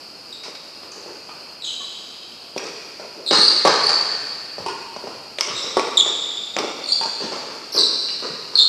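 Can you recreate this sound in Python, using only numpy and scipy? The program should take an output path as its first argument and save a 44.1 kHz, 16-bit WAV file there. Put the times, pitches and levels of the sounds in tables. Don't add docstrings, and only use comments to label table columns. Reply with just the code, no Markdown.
import sys
import numpy as np
from scipy import signal
from scipy.fft import rfft, irfft, next_fast_len
from scipy.io import wavfile
from scipy.ndimage import uniform_filter1d, minimum_filter1d

SR = 44100
rng = np.random.default_rng(int(sys.argv[2]) if len(sys.argv) > 2 else 0)


def to_wav(s):
    ch = np.atleast_2d(s).T
    pcm = np.round(np.clip(ch, -1, 1) * 32767)
    wavfile.write(sys.argv[1], SR, pcm.astype(np.int16))


N = 382788


def undb(db):
    return 10 ** (np.asarray(db) / 20)


def clock(length_s):
    return np.arange(max(int(length_s * SR), 8)) / SR


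def unit(x):
    return x / np.sqrt(np.sum(x ** 2) * 10 / SR + 1e-18)


def colour(x, points):
    size = next_fast_len(len(x) + 2048) // 2 * 2
    hz, db = np.transpose(points)
    bin_hz = np.maximum(np.fft.rfftfreq(size, 1 / SR), 1)
    gain = undb(np.interp(np.log(bin_hz), np.log(hz), db))
    cepstrum = irfft(np.log(gain))
    cepstrum[1:size // 2] *= 2
    cepstrum[size // 2 + 1:] = 0
    return irfft(rfft(x, size) * np.exp(rfft(cepstrum)))[:len(x)]


def resonate(x, hz, width_hz):
    return signal.lfilter(*signal.iirpeak(hz, hz / width_hz, fs=SR), x)


def wander(count, rate_hz):
    points = rng.standard_normal(1024)
    return 1.2 * np.interp(np.arange(count) * rate_hz / SR, np.arange(len(points)), points)


def add(out, at_s, x):
    i = int(at_s * SR)
    out[i:i + len(x)] += x[:len(out) - i]


# (frequency [Hz], relative density [dB])
AIR_SPECTRUM = [(18, -66), (30, -9.5), (129, -5.5), (154, -2.5), (328, 3), (680, 1), (928, -1.5),
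                (1340, -2), (1870, -9.5), (3150, -9), (3590, -12), (4900, 8), (5880, -11), (11300, -20),
                (15000, -26)]
# (centre [Hz], half-width of each filter stage [Hz], rms level [dB])
HISS_BANDS = [(2630, 320, -52), (4320, 75, -48), (4655, 110, -48), (4920, 82, -51.5)]


def air(rush_db=-41.5, waver_db=.6):
    rush = colour(rng.standard_normal(N), AIR_SPECTRUM)
    out = undb(rush_db + waver_db * wander(N, 34)) * rush / rush.std()
    for hz, half_width_hz, db in HISS_BANDS:
        band = rng.standard_normal(N)
        for _ in range(2):
            band = resonate(band, hz, 2 * half_width_hz)
        out += undb(db + waver_db * wander(N, 3.1)) * band / band.std()
    return out


# (frequency [Hz], t60 [s], relative level [dB])
REVERB_BANDS = [(110, 6.1, -10), (370, 1.38, 3), (736, 2, -6), (1110, 1.43, 7.5), (2510, 2.43, 7.5),
                (4260, 2.1, 2.5), (6900, 1.89, 7.5), (10500, 0.21, 0)]


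def hall(early_db=6, early_s=.022, build_s=.013, gap_s=.00044, scatter=.25, wall_db=-11, wall_s=.12):
    t = clock(2)
    hz, t60_s, db = np.transpose(REVERB_BANDS)
    log_hz = np.log(np.maximum(np.fft.rfftfreq(N, 1 / SR), 1))
    noise = rng.standard_normal(N)
    strength = np.exp(scatter * np.repeat(rng.standard_normal(N // 64 + 1), 64)[:N])
    field = rfft(noise * strength)
    bands = np.array([irfft(field * np.interp(log_hz, np.log(hz), row), N) for row in np.eye(len(hz))])
    build = 1 - np.exp(-np.maximum(t - gap_s, 0) / build_s)
    early = 1 + undb(early_db) * np.exp(-t / early_s)
    fades = build * early * np.exp(-np.log(1000) * t / t60_s[:, None])
    fades *= undb(db)[:, None] / (np.linalg.norm(fades[3]) * bands.sum(axis=0).std())

    def place(x, direct_db, lag_s, echo_db):
        i = int(rng.random() * (N - len(t)))
        paths = np.sum(bands[:, i:i + len(t)] * fades, axis=0)
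        paths[0] += undb(direct_db)
        paths[int(lag_s * SR)] += undb(echo_db)
        lags_s = .013 + .11 * rng.random(7)
        paths[(lags_s * SR).astype(int)] += undb(wall_db) * np.exp(-lags_s / wall_s)
        return signal.fftconvolve(x, paths)
    return place


def knock(hz, decay_cycles):
    t = clock(.04)
    age = t * hz / decay_cycles
    swing = age ** 3 * np.exp(-age) * np.sin(2 * np.pi * hz * t)
    return unit(np.gradient(swing))


def burst(decay_s, spectrum):
    t = clock(.08)
    return unit(colour(rng.standard_normal(len(t)) * np.exp(-t / decay_s), spectrum))


# (frequency [Hz], gain [dB])
CRACK_SPECTRUM = [(100, -19.5), (400, 12), (1200, 0), (2100, -7.5), (3400, -3), (5400, -6.5), (6600, -13.5),
                  (9000, -13.5), (14000, -52)]
# (time [s], level [dB], resonance [Hz],
# decay [s], direct gain [dB])
TAPS = [(.435, -49, 4970, 0.069, 10), (.455, -51, 1200, 0.023, 5), (0.551, -54, 4200, 0.016, 9.5),
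        (.832, -55.5, 1360, 0.0026, 3), (0.919, -52, 6250, 0.0028, 3), (1.292, -51, 1500, 0.0053, 1.5),
        (2.594, -47.5, 1890, 0.0062, 2), (2.639, -50, 5500, .004, 5), (2.668, -53, 5300, 0.0055, 8),
        (5.386, -59.5, 2280, 0.0025, 24.5), (5.44, -63, 4600, .004, 1), (5.485, -45.5, 2960, 0.04, 9),
        (6.5663, -53.5, 6050, 0.00021, 21), (8.086, -46, 2853, 0.0058, 2)]


def taps(out, place):
    for at_s, db, hz, decay_s, direct_db in TAPS:
        crack = burst(decay_s, CRACK_SPECTRUM)
        tap = resonate(crack, hz, width_hz=1100) + undb(-9) * resonate(crack, 2400, width_hz=700)
        add(out, at_s, place(undb(db) * unit(tap), direct_db, lag_s=.005, echo_db=direct_db - 16))


# (frequency [Hz], gain [dB])
SLAP_SPECTRUM = [(120, -19.5), (310, 8), (650, 8.5), (900, 14), (1350, 6), (2000, 0.5), (2700, -1.5),
                 (3400, -3.5), (4800, 9.5), (6500, -5.5), (9000, -17), (14000, -99)]


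def footfall(thud_db, thud_hz, slap_db, weight_hz=160, weight_db=-16):
    out = undb(slap_db) * burst(.0041, SLAP_SPECTRUM)
    bump = undb(weight_db) * knock(weight_hz, decay_cycles=.28)
    add(out, 0, undb(thud_db) * (knock(thud_hz, decay_cycles=.26) + bump))
    return out


# (time [s], thud level [dB], thud pitch [Hz], slap re thud [dB], direct gain [dB])
FOOTSTEPS = [ (.481, -46.5, 463, -18, -0.5), (.832, -49, 490, -8, -10), (.96, -48, 424, -2, -6),
             (1.06, -42.5, 422, -8, -7), (1.289, -48.5, 685, -19, -3.5), (2.631, -39, 440, -5, -8),
             (2.997, -41, 540, -9, -4), (3.151, -40.5, 434, -12, -21), (3.31, -32, 360, 2.5, 1.5),
             (3.329, -26.5, 454, 3.5, -4), (3.386, -48, 220, 9.5, 6.5), (3.555, -54, 330, -8, 4),
             (3.655, -44.5, 160, 0, -9), (3.676, -25.5, 648, 1, -3), (3.738, -47, 400, 4, -4),
             (3.893, -41, 520, 9.5, 0.5), (4.582, -41, 492, -4.5, -1.5), (4.596, -45.5, 115.4, -7, -2),
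             (4.963, -49, 604, -2, 5), (5.038, -39.5, 430, -13, -3), (5.071, -43.5, 555, -1.5, -2),
             (5.47, -36, 448, -3, -13), (5.496, -47, 105, -13, -7), (5.64, -38, 480, -2, -8),
             (6.061, -41, 480, 3.5, -2), (6.60, -42, 397, -6.5, 7.5), (6.645, -39.5, 450, -5.5, 1.5),
             (7.055, -41, 560, -3, -1), (7.204, -34.5, 400, -5, -10), (7.238, -41.5, 240, -3.5, 1),
             (7.321, -34.5, 474, -1, -6), (7.485, -42, 420, -2, -11), (7.561, -53.5, 480, -6, 3),
             (7.747, -32, 392, -3, -9), (7.794, -35.5, 370, -7, -6), (8.224, -34, 450, -4.5, -9.5),
             (8.3, -45.5, 149, -5, -7), (8.536, -46, 607, 3, -6.5)]


def footsteps(out, place, forefoot_lag_s=.036):
    for at_s, heel_db, hz, slap_db, direct_db in FOOTSTEPS:
        forefoot_db = heel_db - 15.5
        step = np.zeros_like(clock(.2))
        add(step, 0, footfall(heel_db, hz, heel_db + slap_db))
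        add(step, forefoot_lag_s, footfall(forefoot_db, hz, forefoot_db + slap_db - 15))
        add(out, at_s, place(step, direct_db, lag_s=.005, echo_db=direct_db - 3))


# (frequency / lowest pitch [ratio], gain [dB])
RUBBER_ROLLOFF = [(.74, -16), (.92, -1)]


def squeak(length_s, start_hz, end_hz, roughness, octave_db, flutter=.83, grab_s=.0015, release=.23):
    t = clock(length_s)
    progress = t / t[-1]
    hz = (start_hz + (end_hz - start_hz) * progress) * (1 + roughness * wander(len(t), 795))
    phase = 2 * np.pi * np.cumsum(hz) / SR
    phase += undb(-15) * wander(len(t), 1500)
    tone = np.sin(phase) + undb(octave_db) * (np.sin(2 * phase) + undb(-20) * np.sin(3 * phase))
    ramp = np.clip(np.minimum(t / grab_s, (1 - progress) / release), 0, 1)
    grip = np.sin(np.pi / 2 * ramp) ** 2 * np.exp(flutter * wander(len(t), 306))
    low_cut = [(ratio * min(start_hz, end_hz), db) for ratio, db in RUBBER_ROLLOFF]
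    return unit(colour(np.pad(tone * grip, (0, len(t))), low_cut))


# (time [s], length [s], start pitch [Hz], end pitch [Hz], level [dB],
# pitch roughness [ratio], octave re fundamental [dB], direct gain [dB], wall echo gain [dB])
SOLE_SQUEAKS = [ (0.325, 0.01, 3900, 3680, -45, 0.022, -16.5, 2, -5),
                (1.62, 0.031, 3940, 3680, -36.5, 0.036, -17, -5.5, -10),
                (1.628, 0.069, 3920, 3870, -35, 0.029, -14.5, -14, -13),
                (1.633, 0.043, 3700, 3155, -38.5, 0.056, -8, -2.5, -12),
                (1.672, 0.0455, 3203, 3030, -39, 0.024, -13.5, 0, -13),
                (3.48, 0.011, 4700, 4530, -25, 0.026, -28.5, 8, -11),
                (3.833, 0.018, 4682, 4450, -28.5, 0.034, -24, 1, -6),
                (3.866, 0.0066, 4566, 4620, -24.5, 0.021, -23, 0.5, -8),
                (3.926, 0.028, 4634, 4530, -26, 0.022, -29, 1, -17),
                (5.521, 0.075, 3846, 3620, -33, 0.037, -14, -5, -25),
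                (5.578, 0.086, 5410, 5370, -38, 0.023, -22, -4, -15),
                (5.971, 0.018, 3716, 3410, -23.5, 0.021, -12.5, 7, 1),
                (6.0, 0.014, 3640, 3380, -27, 0.026, -16, 8.5, -5),
                (6.839, 0.0084, 4680, 4240, -40.5, 0.017, -24, 3, -11),
                (6.859, 0.06, 4475, 4436, -28.5, 0.037, -17.5, -5, -5),
                (6.862, 0.041, 3590, 3440, -39.5, 0.023, -5.5, -18, -24),
                (6.919, 0.016, 4530, 4420, -26, 0.029, -40, 3.5, -4),
                (7.72, 0.013, 6020, 4000, -35.5, 0.031, -20, -2.5, -3),
                (7.739, 0.015, 6000, 4260, -36, 0.029, -20, -2, 5),
                (7.762, 0.054, 5410, 5010, -32.5, 0.05, -32, 0, -6),
                (7.773, 0.021, 4674, 4390, -20.5, 0.085, -33, -3, -8),
                (7.784, 0.027, 4060, 3924, -29, 0.024, -16, 3, 0),
                (7.824, 0.033, 4200, 4003, -29.5, 0.036, -22, 7.5, 3),
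                (8.5542, .009, 4390, 4100, -22.5, 0.0088, -29.5, 1, 0),
                (8.575, 0.029, 3725, 3560, -22.5, 0.017, -20, -2.5, -7),
                (8.587, 0.026, 4280, 4175, -17.5, 0.016, -32, -1, -16)]
WALL_LAG_S = .021


def skids(out, place):
    for at_s, length_s, start_hz, end_hz, db, roughness, octave_db, direct_db, echo_db in SOLE_SQUEAKS:
        sole = undb(db) * squeak(length_s, start_hz, end_hz, roughness, octave_db)
        add(out, at_s, place(sole, direct_db, WALL_LAG_S, echo_db))


def sole_grip(length_s, start_hz, end_hz, roughness):
    octave_db = -16.5 - 25 * np.log2(end_hz / 3800)
    return squeak(length_s, start_hz, end_hz, roughness, octave_db)


# (time [s], relative level [dB], pitch [Hz])
SLIDE_PATH = [(3.263, -9, 4176), (3.297, -19, 3980), (3.421, -10.5, 4440)]


def slide(catch_s=.0072, catch_db=-34, grip_s=.025, grip_every_s=.016, grip_db=-11.5):
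    times_s, db, hz = np.transpose(SLIDE_PATH)
    times_s = times_s - times_s[0]
    out = np.zeros_like(clock(times_s[-1] + 2 * grip_s))
    add(out, 0, undb(catch_db) * sole_grip(catch_s, 1.07 * hz[0], .94 * hz[0], roughness=.017))
    for at_s in np.arange(catch_s, times_s[-1], grip_every_s):
        start_hz, end_hz = np.interp([at_s, at_s + grip_s], times_s, hz)
        gain = undb(grip_db + np.interp(at_s + grip_s / 2, times_s, db))
        add(out, at_s, gain * sole_grip(grip_s, start_hz, end_hz, roughness=.041))
    return out


def squeak_overtone(length_s=.073, level_db=-52):
    t = clock(length_s)
    progress = t / t[-1]
    sizzle = rng.standard_normal(len(t))
    for _ in range(2):
        sizzle = resonate(sizzle, hz=12200, width_hz=1000)
    return undb(level_db) * unit(sizzle * np.sqrt(progress) * (1 - progress) ** 2)


# (frequency / string pitch [ratio], relative level [dB], t60 at sustain 1 [s])
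STRING_BED_MODES = [(1, -5, 0.19), (.925, -15.5, 0.21), (1.55, -13.5, 0.085)]


def racket(thock_db, thock_hz, crack_db, string_hz, ring_db, sustain):
    t = clock(.3)
    strings = np.zeros_like(t)
    for ratio, db, t60_s in STRING_BED_MODES:
        fade = np.exp(-np.log(1000) * t / (t60_s * sustain))
        strings += undb(db) * np.sin(2 * np.pi * ratio * string_hz * t) * fade
    out = undb(ring_db) * unit(strings)
    add(out, 0, undb(thock_db) * knock(thock_hz, decay_cycles=.15))
    add(out, 0, undb(crack_db) * burst(.0038, CRACK_SPECTRUM))
    return out


# (frequency [Hz], gain [dB])
SNAP_SPECTRUM = [(300, -27), (1200, -3.5), (1800, -17.5), (2300, 3), (3000, -9), (3700, -8.5), (4600, 0.5),
                 (5700, 2.5), (6600, -16.5), (14000, -33.5)]
# (time [s], thock [dB], thock
# pitch [Hz], crack [dB], string pitch [Hz], ring [dB], sustain [ratio], direct gain [dB], wall lag [s], wall
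# echo gain [dB], snap [dB], snap decay [s])
RACKET_HITS = [ (1.806, -62, 420, -79, 1112, -54.5, 1.3, 7, 0.037, -10, -69, .001),
               (2.563, -35.5, 355, -46, 2480, -55, .8, 0.5, 0.015, -22, -43.5, 0.0059),
               (3.6507, -21, 490, -28, 1137, -29.5, .7, 4.5, 0.024, -12, -37.5, 0.0033),
               (4.662, -44.5, 690, -35.5, 920.5, -37.5, 1, -1, 0.022, -12, -51, 0.003),
               (5.385, -49, 960, -34.5, 1130, -49, 1, -6, 0.024, -14, -33, 0.0017),
               (5.7693, -24.5, 509, -30, 1117, -36.5, .75, 3.5, 0.026, -11, -42, 0.0011),
               (6.566, -27.5, 420, -32, 1160, -59, 1, -6, 0.021, -15, -39.5, 0.004),
               (7.012, -51.5, 655, -41, 900, -38.5, 1.2, 2, .0222, -6, -49, 0.0023)]


def rally(out, place, floor_lag_s=.0054):
    for at_s, *blow, direct_db, wall_lag_s, wall_db, snap_db, snap_decay_s in RACKET_HITS:
        hit = racket(*blow)
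        snap = undb(snap_db) * burst(snap_decay_s, SNAP_SPECTRUM)
        add(out, at_s, place(hit, direct_db, floor_lag_s, echo_db=direct_db - 9))
        add(out, at_s + wall_lag_s, undb(wall_db) * hit)
        add(out, at_s + wall_lag_s, place(snap, direct_db=8, lag_s=floor_lag_s, echo_db=-8))


def scene():
    out, place = air(), hall()
    rally(out, place)
    taps(out, place)
    footsteps(out, place)
    skids(out, place)
    add(out, SLIDE_PATH[0][0], place(slide(), direct_db=-2.5, lag_s=WALL_LAG_S, echo_db=-6.5))
    add(out, 7.725, place(squeak_overtone(), direct_db=0, lag_s=WALL_LAG_S, echo_db=-4))
    return out[None]


def record(dry, bass_hz=70, top_hz=14600, ceiling=.95, limiter_s=.002):
    thin = signal.sosfilt(signal.butter(2, bass_hz, "high", fs=SR, output="sos"), dry)
    window = int(limiter_s * SR)
    peak_gain = ceiling / np.maximum(np.abs(thin), ceiling)
    gain = uniform_filter1d(minimum_filter1d(peak_gain, window), window)
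    return signal.sosfilt(signal.ellip(10, .2, 80, top_hz, fs=SR, output="sos"), thin * gain)


dry = scene()
out = record(dry)
to_wav(out)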